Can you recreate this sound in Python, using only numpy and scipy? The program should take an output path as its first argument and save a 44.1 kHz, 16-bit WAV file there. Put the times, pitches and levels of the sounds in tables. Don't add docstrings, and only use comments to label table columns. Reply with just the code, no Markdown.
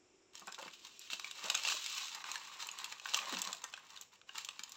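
import sys
import numpy as np
from scipy import signal
from scipy.fft import rfft, irfft
from scipy.io import wavfile
from scipy.ndimage import uniform_filter1d

SR = 44100
rng = np.random.default_rng(int(sys.argv[2]) if len(sys.argv) > 2 else 0)


def to_wav(s):
    ch = np.atleast_2d(s).T
    pcm = np.round(np.clip(ch, -1, 1) * 32767)
    wavfile.write(sys.argv[1], SR, pcm.astype(np.int16))


N = 210312

# start in s, relative scuff level in dB, length in s, centre of the hollow in Hz,
# relative boom level in dB.
HAND_PATS = [(0.416, -56, 0.016, 950, -62), (0.472, -48.5, 0.024, 1010, -65),
             (0.58, -49.5, 0.028, 846, -80), (0.623, -51.5, 0.015, 1000, -63),
             (0.657, -53.5, 0.016, 754, -58), (0.679, -47, 0.0055, 1420, -86),
             (1.126, -58, 0.022, 714, -59), (1.44, -50, 0.053, 780, -58), (1.741, -54, 0.011, 595, -70),
             (3.47, -58, 0.03, 1060, -58.5), (3.637, -48, 0.016, 1060, -67), (4.347, -53.5, .04, 1190, -67),
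             (4.593, -54, 0.011, 1450, -61.5)]
# frequency in Hz, relative density in dB.
FILM_SPECTRUM = [(150, -52), (700, -25.5), (1100, -10.5), (2050, -9.5), (2650, 2), (3300, -2), (4000, 2),
                 (4700, -4.5), (7500, -4.5), (9400, -30), (11000, -28.5), (12000, -21), (13000, -31),
                 (15300, -20)]


def amp(db):
    return 10 ** (np.asarray(db) / 20)


def unit(x):
    return x / np.sqrt(np.mean(x ** 2) + 1e-20)


def add(mix, start_s, sound):
    part = mix[max(round(start_s * SR), 0):][:len(sound)]
    part += sound[:len(part)]


def spectrum_db(spectrum, hz):
    knots_hz, db = np.transpose(spectrum)
    return np.interp(np.log(hz + 1), np.log(knots_hz), db)


def tinted(x, spectrum):
    return unit(irfft(rfft(x) * amp(spectrum_db(spectrum, np.fft.rfftfreq(N, 1 / SR))), N))


def ring(x, gain_db):
    cepstrum = irfft(np.log(amp(gain_db)))
    half = len(cepstrum) // 2
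    cepstrum[1:half] *= 2
    cepstrum[half + 1:] = 0
    return irfft(rfft(x) * np.exp(rfft(cepstrum)))


def wander(count, size):
    return unit(uniform_filter1d(uniform_filter1d(rng.standard_normal(count), size), size))


def room_hiss(level_db=-72):
    # frequency in Hz, relative density in dB.
    room_spectrum = [(25, -18), (60, -9.5), (170, -7.5), (480, -6), (1900, -15), (2400, -10), (4600, -20.5),
                     (5500, -9), (6300, -18), (7300, -8.5), (9000, -38), (16000, -64)]
    return amp(level_db) * tinted(rng.standard_normal(N), room_spectrum)


def hum(level_db=-73, centre_hz=368, half_width_hz=60, fade_db_per_s=6):
    hz = np.fft.rfftfreq(N, 1 / SR)
    band = irfft(rfft(rng.standard_normal(N)) / (1 + ((hz - centre_hz) / half_width_hz) ** 2), N)
    return amp(level_db - fade_db_per_s * np.arange(N) / SR) * unit(band)


def reflections(near_db=-8, near_t60_s=0.037, far_db=-13, far_t60_s=0.34, echoes_per_s=3000):
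    t = np.arange(SR // 2) / SR
    near, far = rng.standard_normal((2, len(t))) * (rng.random((2, len(t))) < echoes_per_s / SR)
    near = near * amp(-60 * t / near_t60_s) * (t > .002)
    far = signal.lfilter([1], [1, -.35], far * amp(-60 * t / far_t60_s) * (t > .008))
    return amp(near_db) * near / np.linalg.norm(near) + amp(far_db) * far / np.linalg.norm(far)


def room(x, spots=5, spots_per_s=20):
    spot = np.arange(N) / SR * spots_per_s % spots
    nearness = [np.maximum(1 - abs((spot - k + 1) % spots - 1), 0) for k in range(spots)]
    return x + sum(signal.oaconvolve(x * np.sqrt(w), reflections())[:N] for w in nearness)


def air_booms(gain_db=7, pitch_hz=210, scatter_octaves=0.054, t60_s=0.075, rise_s=0.0031):
    out, t = np.zeros(N), np.arange(SR // 3) / SR
    for start_s, *_, db in HAND_PATS:
        hz = pitch_hz * 2 ** (scatter_octaves * rng.standard_normal())
        boom = np.sin(2 * np.pi * hz * t + wander(len(t), size=130))
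        add(out, start_s, amp(db + gain_db - 60 * t / t60_s) * np.minimum(t / rise_s, 1) * boom)
    return out


def pats(width_octaves=0.6, skirt_db=19, uneven_db=4.0, size=16384):
    out, t, hz = np.zeros(N), np.arange(size) / SR, np.fft.rfftfreq(size, 1 / SR)
    for start_s, db, length_s, centre_hz, _ in HAND_PATS:
        octaves = np.log2((hz + 1) / centre_hz)
        hollow_db = -skirt_db * np.log10(1 + (octaves / width_octaves) ** 2)
        hollow_db -= 5 * np.maximum(octaves - 1, 0)
        push = np.minimum(t / (0.035 * length_s), 1) * np.exp(-(t / length_s) ** 2)
        scuff = ring(push * rng.standard_normal(size), hollow_db + uneven_db * wander(len(hz), size=30))
        add(out, start_s, amp(db) * np.sqrt(length_s * SR) * scuff / np.linalg.norm(scuff))
    return out


def flop(start_s=3.323, level_db=-45, first_hz=360, last_hz=178, overtone=0.2):
    out, t = np.zeros(N), np.arange(SR // 3) / SR
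    tautness = np.exp(-t / .013)
    hz = last_hz + (first_hz - last_hz) * tautness
    phase = 2 * np.pi * np.cumsum(hz) / SR + .3 * wander(len(t), size=120)
    flutter = np.sin(phase) + overtone * np.sin(2 * phase + wander(len(t), size=200))
    age = t / .02
    swell = age ** .35 * np.exp((1 - age ** 1.7) / 2)
    add(out, start_s, amp(level_db) * swell * flutter)
    return out


def stroke_power(t, rise_s=0.014, sag_db_per_s=1.5, release_s=0.022):
    # start in s, hold in s, relative friction level in dB, drag against friction in dB.
    hand_strokes = [(0.328, 0.23, -58.5, -11), (0.576, 0.11, -56, -17), (.7, 0.273, -59, -23),
                    (.83, 0.045, -57.5, -6), (0.991, .38, -54.5, -22), (1.099, 0.035, -44.5, -19),
                    (1.23, 0.052, -54.5, -4.5), (2.243, .12, -49, 0.5), (2.37, 0.614, -54.5, -3),
                    (2.585, 0.054, -47, -6.5), (2.769, 0.072, -53.5, 1.5), (3.58, 0.36, -60, -3),
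                    (3.884, .13, -56, -5.5), (4.113, 0.022, -58, -4.5), (4.266, .5, -61, -5),
                    (4.339, 0.073, -48, -14)]
    friction, drag = np.zeros((2, N))
    for start_s, hold_s, db, drag_db in hand_strokes:
        age_s = np.maximum(t - start_s, 0)
        speed = np.minimum(age_s / rise_s, 1) * np.exp(-np.maximum(age_s - hold_s, 0) / release_s)
        power = (speed * amp(db - sag_db_per_s * age_s)) ** 2
        friction += power
        drag += power * amp(drag_db) ** 2
    return friction, drag


def roll_power(t, fade_s=0.009):
    # time in s, then relative levels in dB of film friction, floor drag and roll rumble.
    run_out = [(1.36, -51, -58, -70), (1.47, -44, -50.5, -59), (1.6, -44, -58, -60),
               (1.71, -35, -50, -56.5), (1.79, -45, -64, -93), (2.0, -41.5, -52.5, -80),
               (2.09, -47, -59.5, -90), (2.16, -51, -46.5, -81), (2.22, -52, -53.5, -69)]
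    lay_down = [(3.02, -56.5, -68, -68), (3.1, -45, -52, -66), (3.17, -42.5, -49.5, -58),
                (3.24, -50, -47.5, -60.5), (3.32, -42, -47.5, -52), (3.41, -47.5, -52.5, -62.5),
                (3.51, -48, -51.5, -56.5), (3.58, -57.5, -69, -68)]
    power = np.zeros((3, N))
    for move in (run_out, lay_down):
        times_s, *levels_db = np.transpose(move)
        moving = np.exp(-abs(t - np.clip(t, times_s[0], times_s[-1])) / fade_s)
        power += [(moving * amp(np.interp(t, times_s, db))) ** 2 for db in levels_db]
    return power


def crease(spectrum, bright_db, buckle_ms, ring_hz, ring_db=9, half_width_hz=130, size=2048):
    ms, hz = np.arange(size) * 1000 / SR, np.fft.rfftfreq(size, 1 / SR)
    flip = ms / max(buckle_ms, .8)
    slips = rng.standard_normal(size) * np.minimum(flip / .6, 1) * np.exp(-flip ** 1.4)
    tilt_db = bright_db * np.clip(np.log2((hz + 1) / 3800) / 1.8, -.55, 1)
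    facet_db = ring_db / (1 + ((hz - ring_hz) / half_width_hz) ** 2)
    weak_modes_db = 2 * wander(len(hz), size=14)
    sound = ring(slips, spectrum_db(spectrum, hz) + tilt_db + facet_db + weak_modes_db)
    return sound / np.linalg.norm(sound)


def crackle(rate_per_s=340, spread_db=5.5, bright_db=3, clump_db=7, buckle_ms=1.83, count=64):
    clumps = amp(clump_db * np.clip(wander(N, size=250), -2, 2))
    strength = amp(spread_db * np.minimum(rng.exponential(1, N), 3))
    fires = rng.random(N) < rate_per_s * clumps / clumps.mean() / SR
    facets = [crease(FILM_SPECTRUM, bright_db + 7 * rng.standard_normal(), buckle_ms, hz)
              for hz in np.geomspace(1000, 7800, count)]
    which, out = rng.integers(0, count, N), np.zeros(N)
    for at in np.flatnonzero(fires):
        add(out, at / SR, strength[at] * facets[which[at]])
    return unit(out)


def rough_noise(spectrum, rough_db=7):
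    return tinted(rng.standard_normal(N) * amp(rough_db * np.tanh(wander(N, size=150))), spectrum)


def slide(friction_gain_db=-1, drag_gain_db=-1, rumble_gain_db=-2, grip_db=1.4):
    # time in s, crackle against hiss in dB.
    crackle_balance = [(.4, 7), (1.0, -5), (1.7, 1.5), (1.8, -7), (2.05, -1), (2.25, -5), (3.3, 2.5),
                       (3.9, 8.5), (4.4, 0.5)]
    # frequency in Hz, relative density in dB.
    drag_spectrum = [(200, -20.5), (650, -18), (870, -1), (1080, 3.5), (1500, -7), (1780, -5), (2200, -5.5),
                     (6000, -34)]
    rumble_spectrum = [(120, -26), (200, -8), (400, -4.5), (620, 2.5), (900, 6), (2000, -50)]
    t = np.arange(N) / SR
    roll_friction, roll_drag, roll_rumble = roll_power(t)
    hand_friction, hand_drag = stroke_power(t)
    crisp = amp(np.interp(t, *np.transpose(crackle_balance)))
    hiss = tinted(rng.standard_normal(N), FILM_SPECTRUM)
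    film = (hiss + crisp * crackle()) / np.sqrt(1 + crisp ** 2)
    rub = amp(friction_gain_db) * np.sqrt(roll_friction + hand_friction) * film
    rasp = amp(drag_gain_db) * np.sqrt(roll_drag + hand_drag) * rough_noise(drag_spectrum)
    rumble = amp(rumble_gain_db) * np.sqrt(roll_rumble) * rough_noise(rumble_spectrum)
    grip = amp(grip_db * wander(N, size=500))
    return grip * (rub + rasp + rumble)


def snaps(gain_db=1, ref_buckle_ms=2.26, ref_db=-35.5, db_per_doubling=46, bright_db_per_halving=41):
    # start in s, relative level over 6 ms in dB, brightness in dB, facet ring in Hz.
    large_creases = [(0.3528, -47.5, 2, 6530), (0.3955, -53, 8, 3610), (0.471, -49.5, 17, 6600),
                     (0.4786, -47.5, -17, 1290), (0.523, -47, 2, 5400), (0.5443, -47, -5, 3860),
                     (0.627, -48.5, -8, 1440), (0.849, -48, 2.5, 3730), (0.993, -49.5, 18, 5660),
                     (1.101, -43, -9, 3550), (1.132, -38.5, 1, 3200), (1.1964, -42, -0.5, 3870),
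                     (1.244, -39, -6.5, 2310), (1.3113, -43, 0, 3870), (1.4994, -28.5, 1.5, 3900),
                     (1.5446, -36, -7, 2440), (1.5496, -29.5, 0.5, 2400), (1.6494, -34, -9, 2800),
                     (1.686, -34.5, -3, 2470), (1.699, -38, -2, 2500), (1.7209, -36.5, -12, 3860),
                     (1.8614, -38.5, 4, 5140), (2.1468, -42.5, 3, 1010), (2.2404, -42.5, -12, 1090),
                     (2.3156, -39, 5, 2770), (2.3559, -37.5, -1.5, 1750), (2.6694, -47, 22, 4740),
                     (2.6878, -40.5, -7.5, 1100), (2.7136, -44.5, 14, 6800), (2.787, -43.5, 7, 2620),
                     (2.8432, -38.5, 8.5, 2670), (2.9233, -42, -4, 4200), (2.997, -47.5, -4, 2560),
                     (3.0558, -38.5, -15, 1060), (3.1363, -36, -4, 2900), (3.1436, -27, -2, 2840),
                     (3.1726, -37, -7, 1090), (3.1881, -37, -13, 2510), (3.3688, -41, -5, 1090),
                     (3.4172, -34.5, 13.5, 6600), (3.4729, -39, -3, 1040), (3.5289, -37.5, -1, 7200),
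                     (3.64, -40, 5, 6210), (3.7373, -42, -13, 2530), (3.7753, -50, -7, 1080),
                     (3.9731, -48.5, -3, 3740), (4.012, -47, 18, 7700), (4.2144, -58, -10, 3550),
                     (4.292, -46.5, -21, 2840), (4.355, -45, -8, 2840), (4.38, -47.5, 12, 2580),
                     (4.447, -42, 4.5, 7100), (4.4869, -39.5, -6, 3130), (4.5931, -42.5, -4, 2330),
                     (4.6348, -41.5, 3, 6640), (4.6938, -54, 15, 7340), (4.7196, -48, 12, 6600)]
    # frequency in Hz, relative density in dB.
    snap_spectrum = [(100, -23.5), (300, -27.5), (600, -14.5), (1150, -3.5), (1700, -2), (2000, -12),
                     (2600, 4), (3900, 2), (4700, -1.5), (7600, 0), (9400, -24.5), (11000, -23),
                     (15200, -17.5), (16000, -76)]
    out = np.zeros(N)
    rms_to_norm = np.sqrt(.006 * SR)
    for start_s, db, bright_db, ring_hz in large_creases:
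        doublings = (db - ref_db) / db_per_doubling - bright_db / bright_db_per_halving
        buckle_ms = ref_buckle_ms * 2 ** (doublings + 0.14 * rng.standard_normal())
        snap = crease(snap_spectrum, bright_db, buckle_ms, ring_hz)
        add(out, start_s, amp(db + gain_db) * rms_to_norm * snap)
    return out


def scene(low_cut_hz=164.5):
    sheet = snaps() + slide() + pats() + air_booms() + flop()
    low_cut = signal.cheby1(N=4, rp=1, Wn=low_cut_hz, btype="high", fs=SR, output="sos")
    sheet = signal.sosfilt(low_cut, sheet)
    return (room_hiss() + room(sheet) + hum())[None]


def record(dry):
    low_pass = signal.firwin(255, 15900, window=("kaiser", 8), fs=SR)
    return signal.oaconvolve(dry, low_pass[None], "same")


dry = scene()
out = record(dry)
to_wav(out)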